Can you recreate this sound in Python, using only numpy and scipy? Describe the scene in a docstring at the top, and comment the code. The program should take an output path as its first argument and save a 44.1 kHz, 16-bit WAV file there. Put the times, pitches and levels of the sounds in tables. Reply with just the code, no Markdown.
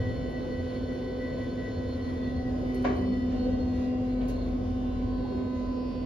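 """A fan hum with thin whistles over a low rumble: the inside of a small steel elevator car during its ride.
The hum is a harmonic stack on the blade tone, the whistles are wavering tones with flares, and the rumble,
duct rush and hiss are coloured noise. The microphone turns away from the panel through standing waves.
A latch clacks once, as noise decaying at the cabin's rates and a damped panel knock; faint scuffs (noise
bands), hollow taps (decaying sines) and crisp ticks (noise bursts) sound close by."""
import sys
import numpy as np
from scipy import signal
from scipy.fft import rfft, irfft, next_fast_len
from scipy.io import wavfile
from scipy.ndimage import uniform_filter1d, map_coordinates

SR = 44100
rng = np.random.default_rng(int(sys.argv[2]) if len(sys.argv) > 2 else 0)


def master_out(mix):
    """Clip the mix to full scale and print it as 16-bit PCM to the path in sys.argv[1]."""
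    frames = np.transpose(np.atleast_2d(mix))
    ceiling = np.clip(frames, -1, 1)
    pcm = np.round(ceiling * 32767).astype(np.int16)
    wavfile.write(sys.argv[1], SR, pcm)


N = 266849
T = np.arange(N) / SR  # time [s]

# The microphone's turn: (time [s], share turned away from the panel [0-1], blade tone left over right [dB])
TURN = [(0, 0.28, -4), (1.8, 0.1, -1.5), (2.6, 0.54, -2), (3.9, 0.93, 2), (4.7, 0.84, -1), (6.05, 0.92, -6)]
# The microphone is held almost still, then moves: (time [s], share of the full drift [0-1])
RESTLESS = [(1.9, .15), (2.4, 1)]
# Contacts of the latch: (time [s], level [dB])
LATCH = [(2.843, -35), (2.8477, -29.5)]


def amp(db):
    """Level to amplitude: 20 dB is a factor of ten."""
    return 10 ** (np.asarray(db) / 20)


def unit(x):
    """Normalisation to a root-mean-square of 1."""
    return x / np.sqrt(np.mean(x ** 2) + 1e-20)


def along(points, hz):
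    """Linear interpolation of (frequency, value) points on a logarithmic frequency axis."""
    f, v = np.transpose(points)
    return np.interp(np.log(hz + 1), np.log(f + 1), v)


def curves(rows):
    """Linear interpolation in time: one curve for each column after the time."""
    s, *cols = np.transpose(rows)
    return [np.interp(T, s, c) for c in cols]


def wobble(rate):
    """Slow random modulation: a smooth curve through random knots, rate of them a second."""
    coarse = T[::64]
    knots = rng.standard_normal(1024)
    return np.interp(T, coarse, map_coordinates(knots, [coarse * rate], mode="mirror"))


def filtered(x, response):
    """Linear filtering: the spectrum is multiplied by a response of frequency."""
    m = next_fast_len(N + SR // 2)
    return irfft(rfft(x, m) * response(np.fft.rfftfreq(m, 1 / SR)), m)[..., :N]


def peaks_db(modes, hz):
    """Resonance peaks: the total lift in dB of a set of modes at each frequency."""
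    return sum(db / (1 + (2 * (hz - centre) / width) ** 2) for centre, width, db in modes)


def pan(db):
    """Level-difference stereo: left and right gains whose ratio is db."""
    return amp(np.array([[.5], [-.5]]) * db)


def turned():
    """Directional exposure: how far the microphone has turned away from the panel, 0-1."""
    return np.clip(curves(TURN)[0], 0, 1)


def rush(colour_db):
    """Turbulent noise of rms 1; the mid-side balance sets the left-right coherence by frequency."""
    # Coherence of the two channels: (frequency [Hz], left-right likeness, clipped to -1..1)
    likeness = [(60, 1), (250, 0.8), (400, 0.71), (600, -0.16), (1000, -0.34), (2000, -0.0025),
                (4000, 0.75), (7500, -1.1)]

    def mid_side_response(hz):
        angle = np.arccos(np.clip(along(likeness, hz), -1, 1)) / 2
        return amp(colour_db(hz)) * [np.cos(angle), np.sin(angle)]

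    mid, side = filtered(rng.standard_normal((2, N)), mid_side_response)
    return unit(np.array([mid + side, mid - side]))


def steadied(x, seconds):
    """Power normalisation: the slow chance swells of noise are evened out."""
    power = uniform_filter1d(np.mean(x ** 2, axis=0), max(int(seconds * SR), 1))
    return x / np.sqrt(np.abs(power) + 1e-6)


def patchy(x, depth_db):
    """Time-frequency modulation: soft patches of random gain in the noise."""
    z = signal.stft(x, nperseg=1024)[2]
    field = uniform_filter1d(rng.standard_normal(z.shape[1:]), size=4, axis=0)
    field = uniform_filter1d(field, size=14, axis=1)
    return signal.istft(z * amp(depth_db * unit(field)), nperseg=1024)[1][:, :N]


def resonance(centre_hz, width_hz):
    """A driven resonator: noise in one narrow band (6 dB down at its edges), steadied to rms 1."""
    ring = rush(lambda hz: -20 * np.log10(1 + (2 * (hz - centre_hz) / width_hz) ** 2))
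    return steadied(ring, seconds=0.12)


def tone(phase, spread, fade_db, rate):
    """Standing-wave drift: a tone of rms 1 whose level and phase [rad] wander separately at each port."""
    restless = curves(RESTLESS)[0]
    ports = []
    for _ in range(2):
        level = amp(fade_db * restless * wobble(rate))
        ports.append(level * np.sin(phase + spread * restless * wobble(rate)))
    return unit(np.array(ports))


def fan_hum():
    """Blade passing makes a harmonic stack; each overtone swells and fades through standing waves."""
    # Levels of the blade tone and its strongest overtones at the microphone: (time [s], level [dB])
    first = [(0.06, -37.5), (1.68, -37.5), (2.2, -34), (2.55, -32.5), (2.92, -29), (2.97, -34.5),
             (3.07, -29), (4.23, -30), (4.29, -33), (5.4, -32.5), (6.0, -35.5)]
    second = [(0.0, -41.5), (0.2, -39.5), (0.32, -52), (0.45, -41.5), (.75, -41.5), (.86, -44), (1.2, -39),
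              (1.4, -46), (1.9, -43), (2.1, -48.5), (3.25, -50.5), (3.5, -42.5), (3.62, -47.5), (3.95, -43),
              (4.4, -45), (4.85, -54.5), (5.2, -47.5), (6.0, -50)]
    third = [(0, -56.5), (2.15, -67.5), (2.4, -50), (2.95, -52), (3.2, -61), (3.35, -52.5), (3.8, -54),
             (4.05, -50), (4.38, -60), (4.7, -51), (5.25, -52.5), (5.7, -61.5)]
    fourth = [(0, -65.5), (1.5, -61), (4.2, -68), (4.5, -81), (4.8, -74), (5.0, -57.5), (5.3, -53),
              (5.8, -49), (6.05, -57.5)]
    fifth = [(0, -76), (2.1, -73.5), (2.45, -68.5), (3.4, -68.5), (3.95, -74.5), (4.2, -66.5), (4.45, -71),
             (4.6, -65.5), (4.85, -78.5), (5.2, -71.5), (5.4, -62.5), (5.65, -60), (6.05, -76)]
    sixth = [(0, -61), (1.7, -58.5), (2.2, -66), (2.9, -62), (3.1, -73), (3.5, -59.5), (3.9, -74.5),
             (4.25, -64), (4.6, -70), (5.0, -64), (5.45, -61.5), (6.05, -67)]
    twelfth = [(0, -61.5), (1.9, -64.5), (2.2, -71), (2.6, -68.5), (2.95, -57.5), (3.3, -64.5),
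               (3.45, -64.5), (3.7, -78), (4.1, -68), (4.5, -70.5), (4.8, -63), (5.3, -75), (6.05, -67.5)]
    # Upper overtones: (multiple, level at the panel [dB], by the door [dB], further back [dB])
    buzz = [(7, -89, -77.5, -73.5), (8, -70, -66.5, -68.5), (9, -71.5, -69, -74), (10, -78, -80, -74),
            (11, -78.5, -74, -66.5), (13, -78, -74.5, -77), (14, -63.5, -66, -72.5),
            (15, -86.5, -82.5, -70.5), (16, -71, -75.5, -74.5), (17, -67, -70, -71),
            (18, -73.5, -79, -65.5), (19, -79.5, -78, -80), (20, -81, -77, -73.5), (21, -73.5, -76, -73.5),
            (22, -79.5, -77, -81)]
    # Share of the turn at those three places: [0-1]
    places = (.15, .55, .97)
    blade_hz, buzz_pan_db = 252.12, -5
    # Standing waves: rate of crossing [knots/s], depth of the dips and lift at the crests [dB]
    crossing_rate, dip_db, antinode_db = 3.5, 7, 3.3

    away = turned()
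    restless = curves(RESTLESS)[0]
    phase = 2 * np.pi * blade_hz * T
    blade = tone(phase, spread=0.056, fade_db=0.0, rate=5.2)
    out = amp(curves(first)[0]) * pan(curves(TURN)[1]) * blade
    out += amp(curves(second)[0]) * tone(2 * phase, spread=0.43, fade_db=-1.5, rate=4)
    for k, rows in [(3, third), (4, fourth), (5, fifth), (6, sixth), (12, twelfth)]:
        out += amp(curves(rows)[0]) * tone(k * phase, spread=0.6, fade_db=1.45, rate=1.654)
    for k, *place_db in buzz:
        crossing = amp(restless * (antinode_db - dip_db * np.abs(wobble(crossing_rate))))
        start = rng.uniform(0, 2 * np.pi)
        overtone = tone(k * phase + start, spread=0.93, fade_db=4.0, rate=2.55)
        out += amp(np.interp(away, places, place_db)) * crossing * pan(buzz_pan_db) * overtone
    return out


def thin_tone(pitch_hz, jitter_hz, base_db, swells):
    """Frequency and amplitude modulation: a wavering tone whose flares add power to its steady level."""
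    flutter_db = 1.7
    flare_edge = 4  # 2 is rounded, higher cuts in and out more abruptly
    phase = 2 * np.pi * np.cumsum(pitch_hz + jitter_hz * wobble(60)) / SR
    power = amp(base_db) ** 2
    for s, length, db in swells:
        offset = np.minimum(np.abs(2 * (T - s) / length), 2)
        power = power + amp(db) ** 2 * np.exp(-offset ** flare_edge)
    carrier = tone(phase, spread=0.66, fade_db=-0.5, rate=7.6)
    return np.sqrt(power) * amp(flutter_db * wobble(45)) * carrier


def whistles():
    """Flow tones: one draught bends both; the upper beats against the fan overtone it glides past."""
    # The upper whistle rises and sinks with the draught: (time [s], pitch [Hz])
    whistle_pitch = [(0, 4275), (1.2, 4327), (1.85, 4276), (2.4, 4268), (3.05, 4320), (3.85, 4246),
                     (4.3, 4253)]
    # Steady levels, lower after the turn: (time [s], lower whistle [dB], upper whistle [dB])
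    whistle_level = [(0, -59, -74), (.72, -61, -72), (.83, -72, -64), (1.42, -64, -63), (1.5, -71, -74),
                     (2.0, -66.5, -71), (2.6, -63.5, -69), (3.4, -63.5, -67), (3.8, -64.5, -70),
                     (4.05, -70, -79.5), (6.05, -77.5, -87)]
    # Flares of the lower and of the upper whistle: (centre time [s], length [s], level [dB])
    low_swells = [(0.056, 0.17, -50), (0.263, 0.08, -54.5), (.36, 0.074, -51.5), (0.557, 0.12, -51.5),
                  (0.715, 0.12, -58), (0.925, 0.1, -54), (1.092, 0.11, -54.5), (1.27, 0.13, -48.5),
                  (1.431, 0.079, -51), (1.527, 0.03, -59), (1.645, 0.11, -48.5), (1.845, .12, -55),
                  (1.995, 0.048, -54.5), (2.115, 0.12, -53.5), (2.28, .12, -52.5), (2.394, 0.06, -54.5),
                  (2.468, 0.045, -52.5), (2.733, 0.12, -54), (2.916, .06, -55), (3.03, 0.043, -53),
                  (3.149, 0.05, -51.5), (3.222, 0.051, -53.5), (3.54, .07, -60.5), (3.78, 0.089, -60),
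                  (3.89, 0.14, -61)]
    high_swells = [(.075, .07, -64), (.165, 0.045, -64), (.27, 0.067, -71), (0.348, 0.045, -63),
                   (.45, .06, -63), (0.537, .045, -61), (.61, 0.035, -62), (0.69, 0.055, -64),
                   (.77, .035, -61), (1.507, 0.037, -59.5), (1.65, 0.037, -58.5), (1.77, .11, -63),
                   (1.922, 0.072, -57), (2.065, .09, -60.5), (2.19, .04, -67), (2.26, .035, -60),
                   (2.385, .045, -60), (2.774, .07, -62), (2.98, 0.049, -58), (3.09, 0.05, -60.5),
                   (3.135, 0.026, -58), (3.43, .08, -55.5), (3.53, 0.04, -64.5), (3.622, 0.037, -59.5),
                   (3.72, .09, -64.5), (4.12, .071, -67.5), (4.2, 0.036, -68), (4.343, 0.08, -65),
                   (4.42, 0.093, -65)]
    low_rest_hz, high_rest_hz = 1953, 4287
    low_follows = .55  # exponent: share of the bend, in musical pitch, that the lower whistle follows

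    high_hz = curves(whistle_pitch)[0]
    low_hz = low_rest_hz * (high_hz / high_rest_hz) ** low_follows
    low_db, high_db = curves(whistle_level)
    low = pan(db=4.5) * thin_tone(low_hz, 3, low_db, low_swells)
    high = pan(db=-4.5) * thin_tone(high_hz, 4, high_db, high_swells)
    return low + high


def ride():
    """Forced vibration: the car sways on its lowest mode, a low boom swells and the guides rumble."""
    # Levels of the sway, and random swells of a low boom near 83 Hz: (time [s], level [dB])
    sway_level = [(0.0, -58), (0.25, -47), (2.26, -53.5), (2.59, -41.5), (3.29, -44), (3.37, -35.5),
                  (3.96, -48.5), (4.14, -35.5), (4.48, -36), (4.64, -39.5), (5.21, -36), (5.35, -64),
                  (5.68, -35), (5.78, -52), (5.83, -45), (6.0, -42)]
    boom_level = [(0.04, -34), (0.37, -45.5), (0.65, -37.5), (0.72, -49), (0.85, -36), (0.93, -47.5),
                  (1.76, -42.5), (1.77, -37), (3.75, -38.5), (4.07, -46), (4.5, -39), (5.97, -42)]
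    # Colour of the guides' rumble: (frequency [Hz], relative spectral level [dB])
    roll_colour = [(20, -23), (36, -7.5), (50, -11.5), (59, 6), (70, -13), (100, 1.5), (117, 4.5),
                   (130, -4.5), (148, 0), (175, -9), (400, -79)]
    roll_base_db, roll_swing_db = -42, 1.4
    jolt_db, jolt_s = 7, 0.42  # the rumble starts louder, then settles

    sway = amp(curves(sway_level)[0]) * resonance(centre_hz=46.9, width_hz=1.9)
    boom_db = curves(boom_level)[0] + 2.4 * wobble(8.3)
    boom = amp(boom_db) * resonance(centre_hz=83.5, width_hz=27)
    roll_db = roll_base_db + roll_swing_db * wobble(2.5) + jolt_db * np.exp(-(T / jolt_s) ** 2)
    roll = amp(roll_db) * steadied(rush(lambda hz: along(roll_colour, hz)), seconds=0.15)
    return (sway + boom + roll) * pan(db=1.5)


def cabin_rings():
    """Room resonance: a few narrow cabin modes drone softly and swell now and then."""
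    # Narrow modes: (frequency [Hz], width [Hz], level [dB])
    ring_modes = [(189.7, 8.6, -58), (386, 14, -51.5), (503.3, 53, -50), (1069, 17, -70.5)]
    # Swells, one list for each mode: (centre time [s], length [s], rise [dB])
    ring_swells = [
        [(3.07, 0.093, 17.5), (3.5, 0.53, 13.5)],
        [(1.08, 0.16, 8.5), (2.9, 0.26, 15), (2.903, 0.018, 1), (5.37, 0.13, 12.5)],
        [(3.5, 0.14, 14), (5.85, 0.21, 7)],
        [(5.057, 0.44, 17)],
    ]
    out = np.zeros((2, N))
    for (hz, width, db), swells in zip(ring_modes, ring_swells):
        swell_db = sum(rise * np.exp(-((T - s) / length) ** 2) for s, length, rise in swells)
        out += amp(db + swell_db) * resonance(centre_hz=hz, width_hz=width)
    return out


def air():
    """Turbulent flow: fan air rushes in the duct, exciting cabin modes, and hisses at the grille."""
    # Colours of the duct rush and of the grille hiss: (frequency [Hz], relative spectral level [dB])
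    duct_colour = [(100, -27), (180, -3.5), (240, 6.5), (310, -3.5), (400, -5.5), (480, -3.5), (600, -2),
                   (700, -5), (850, -16.5), (1030, -11.5), (1250, -25.5), (2000, -31), (5000, -76.5)]
    hiss_colour = [(500, -17), (1200, 1), (1900, -0.5), (2600, -4.5), (3500, -6), (4700, -9.5), (5600, -13),
                   (6800, -12.5), (8200, -45), (9500, -21), (11600, -23), (13200, -35.5), (14200, -64.5)]
    # Cabin modes, then the change of colour when turned away: (frequency [Hz], width [Hz], lift [dB])
    cabin_modes = [(182, 2.8, -1.5), (239, 30, -3.5), (268.8, 14, 8.5), (354.3, 41, 10), (374.4, 9.9, -7.5),
                   (423.3, 19, 5.5), (447.8, 43, 9), (467.3, 15, 5.5), (471.6, 2, 8.5), (482, 18, -8.5),
                   (538.5, 46, 6), (594, 20, -1.5), (625.6, 3.2, 9.5), (743, 17, 3.5), (890, 6.9, 2),
                   (980, 82, -2), (1044, 29, 7.5)]
    turned_colour = [(243, 160, 5.5), (417, 170, -8)]
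    duct_base_db, duct_swing_db = -37.5, 0.84
    hiss_base_db, hiss_turned_db, hiss_patch_db = -56.5, 1, 2
    fade_db_per_s, fade_from_s = -1.22, 2  # the hiss slowly recedes

    away = turned()
    duct_noise = rush(lambda hz: along(duct_colour, hz) + peaks_db(cabin_modes, hz))
    facing = steadied(duct_noise, seconds=0.11)
    averted = filtered(facing, lambda hz: amp(peaks_db(turned_colour, hz)))
    duct = (1 - away) * facing + away * averted
    hiss = patchy(rush(lambda hz: along(hiss_colour, hz)), hiss_patch_db)
    hiss_db = hiss_base_db + hiss_turned_db * away + fade_db_per_s * np.maximum(T - fade_from_s, 0)
    duct_db = duct_base_db + duct_swing_db * wobble(8)
    return amp(duct_db) * duct + amp(hiss_db + 0.82 * wobble(12.0)) * hiss


def scuffs():
    """Friction noise: hand rubs on the case, each a broad band that rises fast and fades."""
    # (start [s], level [dB], decay time constant [s], centre [Hz], half width at -3 dB [Hz])
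    rubs = [(0.282, -70, 0.045, 10500, 1700), (2.951, -66.5, 0.046, 10900, 1680),
            (3.296, -53, 0.073, 1810, 2400), (4.206, -47, 0.04, 1290, 1690),
            (4.284, -50.5, 0.045, 2000, 3020)]
    out = np.zeros((2, N))
    for s, db, length, centre_hz, width_hz in rubs:
        age = np.maximum(T - s, 0)
        stroke = (1 - np.exp(-age / (0.12 * length))) * np.exp(-age / length)
        out += amp(db) * stroke * rush(lambda hz: -3 * ((hz - centre_hz) / width_hz) ** 2)
    return out


def taps():
    """Damped free vibration: light contacts each ring one short, hollow note."""
    # (start [s], level before attack and decay [dB], frequency [Hz], 60 dB decay time [s])
    contacts = [(.444, -39, 846, 0.063), (4.836, -45, 865, .08), (5.247, -31, 816, 0.049),
                (5.256, -38, 885, 0.033)]
    out = np.zeros(N)
    for s, db, hz, t60 in contacts:
        age = np.maximum(T - s, 0)
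        attack = 1 - np.exp(-age / 0.0049)
        out += amp(db - 60 * age / t60) * attack * np.sin(2 * np.pi * hz * age)
    return out


def clicks():
    """Impulsive excitation: the case ticks in the hand, a bright snap with a longer cabin answer."""
    # Crisp ticks: (time [s], level [dB])
    ticks = [(2.745, -60), (2.75, -63.5), (2.824, -64.5), (4.282, -58), (4.289, -60), (4.297, -59)]
    # Colour of a tick: (frequency [Hz], relative spectral level [dB])
    click_colour = [(3000, -10.5), (6500, 1), (8200, -12), (9500, 3), (12000, -2), (14000, -15),
                    (15500, -9.5)]
    snap_s, answer_db, answer_s = 0.0054, -3, .028  # _s: decay time constants [s]
    out = np.zeros((2, N))
    for s, db in ticks:
        age = np.maximum(T - s, 0)
        decay = np.exp(-age / snap_s) + amp(answer_db) * np.exp(-age / answer_s)
        out += amp(db) * (T >= s) * decay * rush(lambda hz: along(click_colour, hz))
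    return out


def latch():
    """Reverberant decay: contacts ring the door's metal and dense reflections; low ones last longest."""
    # Colour of the clack: (frequency [Hz], relative spectral level [dB])
    clack_colour = [(100, -37), (200, 6), (350, 4), (600, 9), (900, -1), (1280, -6), (1600, 1), (2100, -5),
                    (3200, -13.5), (4500, -19.5), (6800, -26.5), (8500, -55.5), (12000, -53)]
    # Modes of the metal: (frequency [Hz], width [Hz], lift [dB])
    metal_modes = [(731, 48, 11.5), (970, 80, 6.5), (1127, 130, 13.5), (1437, 50, 4), (2300, 230, 5),
                   (3150, 90, 1.5)]
    # Decay in the cabin: (frequency [Hz], 60 dB decay time [s])
    cabin_decay = [(150, 10), (400, 0.99), (1000, 0.65), (2500, 0.39), (6000, 0.53), (12000, .1)]
    age = T[:SR]
    # the direct sound leads the reflections
    strike = (1 + 0.45 * np.exp(-age / 0.0086)) * (1 - np.exp(-age / 0.00035))
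    out = np.zeros((2, N))
    for s, db in LATCH:
        metal = rush(lambda hz: along(clack_colour, hz) + peaks_db(metal_modes, hz))
        hz, t, z = signal.stft(metal[:, :SR], SR, nperseg=256)
        decay = amp(-60 * t / along(cabin_decay, hz)[:, None])
        ring = signal.istft(z * decay, SR, nperseg=256)[1][:, :SR]
        out[:, round(s * SR):][:, :SR] += amp(db) * strike * ring
    return out


def knock():
    """Modal damping: the latch's last blow knocks the door panel, whose notes die almost at once."""
    # Panel modes: (frequency [Hz], level before attack and decay [dB], 60 dB decay time [s])
    panel_modes = [(750, -26, 0.017), (995, -23, 0.037), (1490, -28, 0.02), (2170, -37, 0.021)]
    age = np.maximum(T - LATCH[-1][0], 0)
    notes = sum(amp(db - 60 * age / t60) * np.sin(2 * np.pi * hz * age) for hz, db, t60 in panel_modes)
    return notes * (1 - np.exp(-age / 0.0016))


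def scene():
    """Superposition: fan, ride and small noises add in the cabin."""
    steady = fan_hum() + whistles() + ride() + cabin_rings() + air()
    return steady + scuffs() + taps() + clicks() + latch() + knock()


def record(dry):
    """Time difference and band limit: the left port hears one sample later than the right."""
    top_hz = 15700
    lag = np.array([[.5], [-.5]]) / SR
    edges = np.clip(np.minimum(T, T[-1] - T) / .004, 0, 1)  # 4 ms fades at both ends
    return filtered(dry * edges, lambda hz: (hz < top_hz) * np.exp(-2j * np.pi * hz * lag))


dry = scene()
out = record(dry)
master_out(out)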